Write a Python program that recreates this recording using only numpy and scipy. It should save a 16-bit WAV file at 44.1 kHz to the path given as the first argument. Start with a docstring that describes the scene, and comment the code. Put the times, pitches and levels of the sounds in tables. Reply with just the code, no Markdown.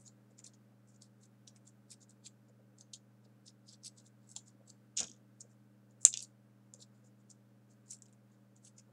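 """Short scrapes and snaps of paper come first: hands push small folded pieces into each other, up close.
Edges scrape as their fibres catch, and folds snap as they let go. Near 5 s a hand drags a piece off
the mat; near 6 s another drops and bounces. A small room echoes, and appliances hum over
the soft rumble of the room and the hiss of the microphone."""
import sys
import numpy as np
from scipy import signal
from scipy.fft import rfft, irfft, next_fast_len
from scipy.io import wavfile
from scipy.ndimage import uniform_filter1d, map_coordinates

SR = 44100
rng = np.random.default_rng(int(sys.argv[2]) if len(sys.argv) > 2 else 0)


def unload_audio(sound):
    """Save the sound as a 16-bit wav file, at the path given as the first command line argument."""
    columns = np.transpose(np.atleast_2d(sound))
    # keep every value between -1 and 1, then stretch to whole-number steps
    steps = np.round(np.clip(columns, -1, 1) * 32767)
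    wavfile.write(sys.argv[1], SR, steps.astype(np.int16))


N = 393372
TIME = np.arange(N) / SR


def amp(db):
    return 10 ** (np.asarray(db) / 20)


def unit(x):
    return x / np.sqrt(np.mean(x ** 2) + 1e-20)


def along(points, hz):
    """Read a curve of (Hz, value) points on a log axis."""
    freqs, values = np.transpose(points)
    return np.interp(np.log(hz + 1), np.log(freqs + 1), values)


def wobble(rate):
    """A smooth random curve through `rate` points a second."""
    return map_coordinates(rng.standard_normal(int(N * rate / SR) + 4), [TIME * rate])


# Background noise: (frequency [Hz], level [dB per Hz])
ROOM_NOISE = [(25, -126), (60, -117), (95, -110), (130, -101), (170, -104), (240, -96), (350, -106),
              (420, -101), (465, -106), (505, -99), (545, -105), (1000, -112), (1500, -113), (2200, -119),
              (3500, -124), (7500, -126), (10000, -128), (15700, -130)]

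def room_tone():
    """Air, far rumble and microphone hiss, slightly unsteady."""
    size = next_fast_len(N)
    gain = amp(along(ROOM_NOISE, np.fft.rfftfreq(size, 1 / SR))) * np.sqrt(SR / 2)
    return irfft(rfft(rng.standard_normal(size)) * gain, size)[:N] * amp(.4 * wobble(5))


# Appliance tones: (pitch [Hz], average level [dB])
HUM_TONES = [(100.1, -91), (120.1, -67), (141.1, -91), (200.2, -69.5), (218, -77.5), (249.2, -89),
             (281.3, -85.5), (300.2, -78), (422.6, -92), (509.3, -92.5), (563.7, -85), (1245, -96.5),
             (1369.5, -96), (1525, -94), (1618, -99)]

def appliance_hum():
    """Steady tones, barely wavering."""
    out = np.zeros(N)
    for hz, db in HUM_TONES:
        phase = 2 * np.pi * (hz * TIME + rng.random()) + .0011 * hz * wobble(3)
        out += np.sqrt(2) * amp(db + .6 * wobble(4)) * np.sin(phase)
    return out


# The room's echo: (frequency [Hz], time to fade by 60 dB [s])
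ECHO_FADE = [(500, .14), (3000, 0.11), (7000, 0.16), (14000, 0.086)]

def room_echo(x, stretch_s=.15):
    """Each frequency fades at its own speed; hands move, so each stretch gets a new echo."""
    out, step = np.zeros(N + SR), round(stretch_s * SR)
    for start in range(0, N, step):
        hz, t, noise = signal.stft(rng.standard_normal(SR // 3), SR, nperseg=128)
        fade = amp(-60 * t / along(ECHO_FADE, hz)[:, None])
        tail = signal.istft(noise * fade, SR, nperseg=128)[1]
        echo = signal.fftconvolve(x[start:start + step], tail / np.linalg.norm(tail))
        out[start + 130:][:len(echo)] += echo
    return out[:N]


def puff(start, db, hz, length_s):
    """One soft touch: noise around one pitch swells and fades."""
    out, t = np.zeros(N + SR), np.arange(SR // 4) / SR
    band = signal.butter(1, [hz * .84, hz * 1.19], "band", fs=SR, output="sos")
    age = t / length_s
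    swell = age * np.exp(1 - age ** 2)
    noise = swell * signal.sosfilt(np.vstack([band, band]), rng.standard_normal(2 * len(t)))[len(t):]
    out[round(start * SR):][:len(t)] = amp(db) * noise * np.linalg.norm(swell) / np.linalg.norm(noise)
    return out[:N]


# Soft touches: (time [s], level [dB], pitch [Hz])
TOUCHES = [(.3, -75, 495), (.385, -76, 2300), (.445, -75, 2320), (.71, -75, 700), (1.555, -78, 2300),
           (1.912, -72, 2420), (2.255, -69, 2420), (2.488, -69, 510), (2.59, -68, 506), (3.25, -73, 520),
           (3.85, -72, 2600), (4.358, -65.5, 820), (4.54, -67, 290), (4.6, -66.5, 573), (5.084, -60, 247),
           (5.2, -69, 250), (5.438, -67.5, 500), (6.74, -70, 560), (6.785, -68, 514), (7.04, -74, 564),
           (7.915, -72.5, 2680), (8.66, -74.5, 3020), (8.78, -77.5, 2400), (8.88, -72, 551)]

def bumps():
    """Faint, dull bumps and creases."""
    return sum(puff(start, db, hz, length_s=.016) for start, db, hz in TOUCHES)


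# Where mat and table ring, highest first: (pitch [Hz], level [dB])
MAT_RINGS = [(2609, 0.5), (1552.5, -2), (1110, -7), (683, -1), (480, -1), (280, -7), (210, -7), (125, -4)]
# Hits on the mat, at its top pitch: (time [s], level [dB], length [s], loss per octave down [dB])
MAT_HITS = [(4.97, -52.5, 0.032, 14.5), (4.996, -59, .03, -1.25), (5.018, -63, 0.02, -2.3),
            (5.038, -73, 0.022, -3.5), (6.049, -49.5, .02, 6), (6.13, -60, 0.026, 23)]

def mat_thuds():
    """Light paper stirs mostly the mat's high pitches; fingers stir them all."""
    out = np.zeros(N)
    for start, db, length, loss_db in MAT_HITS:
        for hz, ring_db in MAT_RINGS:
            octaves_down = np.log2(MAT_RINGS[0][0] / hz)
            out += puff(start, db + ring_db - loss_db * octaves_down, hz, length * .87 ** octaves_down)
    return out


def paper_filter(x, shape, hz, ripple_db=2.4, size=512):
    """Give x a tone shape around hz, plus the chance peaks of one fold."""
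    ripple = unit(uniform_filter1d(rng.standard_normal(size // 2 + 1), size=8))
    db = along(np.multiply(shape, [hz, 1]), np.fft.rfftfreq(size, 1 / SR)) + ripple_db * ripple
    cepstrum = irfft(np.log(amp(db)))
    cepstrum[1:size // 2] *= 2
    cepstrum[size // 2 + 1:] = 0  # so nothing rings before the touch
    pulse = irfft(np.exp(rfft(cepstrum)))
    return signal.fftconvolve(x, pulse / np.linalg.norm(pulse))[:len(x)]


# Tone of an edge: (frequency [times the centre pitch], level [dB])
EDGE_SHAPE = [(.36, -45.5), (.62, -25), (.75, -11), (.87, -6), (1.03, 2), (1.13, -8), (1.26, -9),
              (1.5, -25), (1.75, -35), (1.9, -42), (2.2, -46.5)]

def thin_edge(x, hz):
    """A thin paper edge sounds bright."""
    return paper_filter(x, EDGE_SHAPE, hz)


# Tone of a piece: (frequency [times the centre pitch], level [dB])
PIECE_SHAPE = [(.2, -48), (.5, -29.5), (.7, -16), (.8, -4), (1.1, 0.5), (1.3, -3), (1.8, -24.5), (3, -51.5)]

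def folded_piece(x, hz):
    """A whole folded piece sounds duller."""
    return paper_filter(x, PIECE_SHAPE, hz)


def grit(share, spread_db):
    """Fibres catching: tiny clicks of mixed size over fine noise, in bunches."""
    catches = (rng.random(N) < share) * rng.standard_normal(N) * amp(spread_db * rng.standard_normal(N))
    return unit((unit(catches) + .99 * rng.standard_normal(N)) * amp(4.1 * wobble(250)))


def rustle(span, swell, grits, edge_hz, piece_hz, piece_db):
    """One stretch of grit sounds through both edge and piece."""
    edge = thin_edge(swell * grits[0][span], edge_hz)
    piece = folded_piece(amp(piece_db) * swell * grits[1][span], piece_hz)
    return np.pad(edge + piece, (span.start, N - span.start - len(edge)))


# A piece is dragged off the mat; another slips and lands, tumbles, skids to rest:
# (edge pitch [Hz], piece pitch [Hz], piece share [dB], list of (time [s], level [dB]))
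PIECE_MOVES = [(6450, 3420, -7.5, [(4.962, -74), (4.969, -40), (5.0, -38.5), (5.012, -44.5), (5.035, -50.5),
               (5.06, -57.5), (5.09, -63.5), (5.14, -71.5), (5.18, -84)]), (7300, 6600, -14.5, [(6.0, -87),
               (6.012, -62.5), (6.048, -61), (6.053, -43.5), (6.075, -43), (6.11, -56.5), (6.14, -75)]),
               (6500, 3200, -2.5, [(6.115, -70), (6.145, -54.5), (6.165, -57), (6.19, -53.5), (6.21, -55),
               (6.235, -75)]), (7350, 4850, -5, [(6.19, -80), (6.225, -52), (6.248, -53), (6.258, -71),
               (6.28, -85)])]

def drag_and_drop(grits):
    """Paper drags and skids; its landing leaves a short rattle and room echo."""
    out = np.zeros(N)
    for edge_hz, piece_hz, piece_db, levels in PIECE_MOVES:
        times, db = np.transpose(levels)
        span = slice(round(times[0] * SR), round(times[-1] * SR))
        swell = amp(np.interp(TIME[span], times, db))
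        out += rustle(span, swell, grits, edge_hz, piece_hz, piece_db)
    return out


# Scrapes in the hands: (peak time [s], level [dB], 10 dB rise [ms], 10 dB fall [ms], piece share [dB])
SHORT_SCRAPES = [(.005, -66.5, 12, 45, -21), (0.078, -55, 22, 12.5, -14), (.309, -77.5, 7, 13, -10),
                 (.391, -57, 10, 12, -11), (0.445, -54.5, 4.5, 14, -15), (0.464, -59, 4, 20, -1),
                 (.54, -65, 6, 12, -8), (.887, -72, 12, 30, -19), (.956, -70.5, 20, 15, -15),
                 (1.022, -64, 10, 34, -5), (1.242, -66.5, 24, 17, -5.5), (1.477, -55, 4, 16.5, -7.5),
                 (1.563, -66.5, 8, 14, -8), (1.673, -62.5, 13.5, 19, -12), (1.92, -52, 17.5, 17, -2.5),
                 (2.024, -60.5, 15, 17, -11.5), (2.105, -62.5, 12, 15.5, -9),
                 (2.264, -52.5, 16.5, 16.5, -3.5), (2.49, -76, 10, 11, -6), (2.785, -71, 6, 18, -2),
                 (2.813, -61.5, 7, 10, -2), (2.936, -48, 3, 22.5, -4), (3.255, -76.5, 13, 7, -1),
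                 (3.479, -61.5, 17, 19, 0.5), (3.689, -65.5, 19, 24, 3), (3.738, -62.5, 24, 14.5, 1.5),
                 (3.862, -49, 18, 20, -1), (3.986, -61.5, 19, 25, -6), (4.065, -64.5, 15, 15, -9),
                 (4.24, -85, 28, 30, -1), (4.312, -58, 25.5, 23, -15), (4.364, -49, 5, 23, -8),
                 (4.478, -66.5, 20, 26, -11), (4.697, -59.5, 19, 15, -8.5), (5.409, -50, 6, 13, -23),
                 (5.515, -76, 17, 21, -18), (5.912, -80.5, 15, 14, -7), (6.74, -63, 4, 20, -15),
                 (6.824, -56, 22, 16, -4.5), (6.958, -83.5, 25, 48, -7), (7.062, -72, 23, 23, -19),
                 (7.207, -76, 15, 10, -21), (7.308, -56, 10.5, 15.5, -16.5), (7.714, -71, 16, 25, -10),
                 (7.878, -68, 13.5, 19.5, -14), (7.91, -47, 11, 34.5, -13.5), (8.024, -64, 5, 11, -19),
                 (8.062, -67, 6, 8, -9), (8.091, -81, 16, 18, -7), (8.133, -73.5, 7, 9, -13),
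                 (8.335, -78.5, 25, 16, -7), (8.569, -69, 8.5, 13, -13), (8.65, -68, 6, 5, -12),
                 (8.673, -58.5, 31, 21, -10), (8.789, -57, 14, 15.5, -20)]

def strokes(grits, edge_hz=7200, piece_hz=4430):
    """Each stroke swells and fades with the sliding speed of the paper."""
    out = np.zeros(N)
    for peak, db, rise_ms, fall_ms, piece_db in SHORT_SCRAPES:
        detune = np.exp(.041 * rng.standard_normal(2))
        rise, fall = rise_ms / 1000, fall_ms / 1000
        span = slice(max(round((peak - 4 * rise) * SR), 0), round((peak + 4 * fall) * SR))
        t = TIME[span] - peak
        swell = amp(db - 10 * (np.abs(t) / np.where(t < 0, rise, fall)) ** 1.65)
        out += rustle(span, swell, grits, edge_hz * detune[0], piece_hz * detune[1], piece_db)
    return out


# Folds and tips snapping: (time [s], level [dB], edge pitch [Hz], piece pitch [Hz], piece share [dB])
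FOLD_SNAPS = [(.0786, -41.5, 7050, 4280, -5), (.391, -42.5, 7690, 3340, -15), (.4418, -44, 7010, 3220, -16),
              (.4653, -43, 6940, 4340, -2), (.535, -57, 6360, 3270, -8), (1.0208, -44, 7170, 4550, -4.5),
              (1.4767, -38.5, 5430, 4040, -4.5), (1.5612, -51, 6490, 3160, -15),
              (1.6762, -45, 7110, 4410, -17), (1.9049, -48, 6660, 4690, -2), (1.9135, -42, 6950, 4400, -8),
              (2.1065, -51, 7090, 4700, -10), (2.252, -46, 7000, 4200, -5),
              (2.7853, -48.5, 7130, 4700, -13), (2.8096, -41.5, 6200, 4260, -11),
              (2.9351, -33.5, 6400, 4290, -0.5), (3.8354, -45, 5790, 4770, -14),
              (3.8472, -37, 6110, 4470, -3), (4.3522, -53, 6710, 3430, -13),
              (4.3635, -26, 6900, 3410, -4.5), (4.7014, -40.5, 7020, 4570, -6),
              (4.9681, -33, 6620, 3950, -10.5), (4.9741, -17.5, 6380, 4160, -14.5),
              (4.9854, -21.5, 6460, 3790, -5.5), (4.9942, -23, 6210, 3560, -9),
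              (5.0027, -19, 6600, 3960, -9), (5.0052, -23, 6790, 4030, -14.5),
              (5.0309, -28.5, 6180, 3850, -10), (5.0826, -44, 6400, 3300, 2),
              (5.1154, -40.5, 6310, 4450, -8), (5.4065, -37, 6900, 4260, -26),
              (6.0509, 0, 7005, 3670, -22.5), (6.0624, -19, 7170, 3160, -16),
              (6.0671, -21, 7270, 3730, -9.5), (6.1286, -34, 5990, 3720, -6),
              (6.1397, -20.5, 5830, 3480, -6), (6.1731, -22.5, 6400, 3520, -14),
              (6.1921, -32, 6140, 3660, -9), (6.2045, -33, 6460, 4160, -9), (6.2259, -31.5, 8190, 4540, -8),
              (6.7379, -36, 7190, 3500, -23), (7.3012, -45, 7480, 3920, -24),
              (7.9068, -34.5, 7300, 4550, -22), (7.9874, -55, 7500, 2560, -15),
              (8.0213, -41.5, 7130, 3240, -29), (8.0574, -55, 7230, 3100, -9),
              (8.0842, -61, 8070, 2700, -6), (8.127, -57, 8290, 2710, -12),
              (8.5638, -53.5, 7290, 3150, -13), (8.649, -49, 7000, 3800, -10),
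              (8.7871, -50, 6950, 2750, -17)]

def snaps():
    """A fold lets go with a tiny crack; the edge rings briefly at two pitches, the piece at one."""
    out, t = np.zeros(N + SR), np.arange(SR // 30) / SR
    low_cut = signal.butter(4, 2300, "high", fs=SR, output="sos")
    onset = (1 - np.exp(-t / .00016)) ** 2
    for start, db, edge_hz, piece_hz, piece_db in FOLD_SNAPS:
        crack = rng.standard_normal((2, len(t))) * amp(-60 * t / .0055) * onset
        pair = np.sin(2 * np.pi * edge_hz * 1.05 * t) + .7 * np.sin(2 * np.pi * edge_hz * .92 * t)
        edge = .7 * thin_edge(crack[0], edge_hz) + amp(-60 * t / .006) * onset * pair
        ring = amp(-60 * t / .0095) * onset * np.sin(2 * np.pi * piece_hz * t)
        piece = .67 * folded_piece(crack[1], piece_hz) + .65 * ring
        snap = signal.sosfilt(low_cut, edge + amp(piece_db) * piece)
        out[round(start * SR):][:len(t)] += amp(db - 1.5) * snap / np.abs(snap).max()
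    return out[:N]


def scene():
    """Paper and its echo over the background, in one channel."""
    clicks = snaps()
    grits = grit(.12, spread_db=2), grit(.08, spread_db=4)  # edge, piece
    rustles = strokes(grits) + drag_and_drop(grits)
    echo = room_echo(amp(-12.5) * clicks + amp(-19.5) * rustles)
    return (clicks + rustles + echo + bumps() + mat_thuds() + appliance_hum() + room_tone())[None]


def record(dry, top_hz=15750):
    """The camera keeps nothing above top_hz."""
    size = next_fast_len(N + 8192)
    return irfft(rfft(dry, size) * (np.fft.rfftfreq(size, 1 / SR) < top_hz), size)[:, :N]


dry = scene()
out = record(dry)
unload_audio(out)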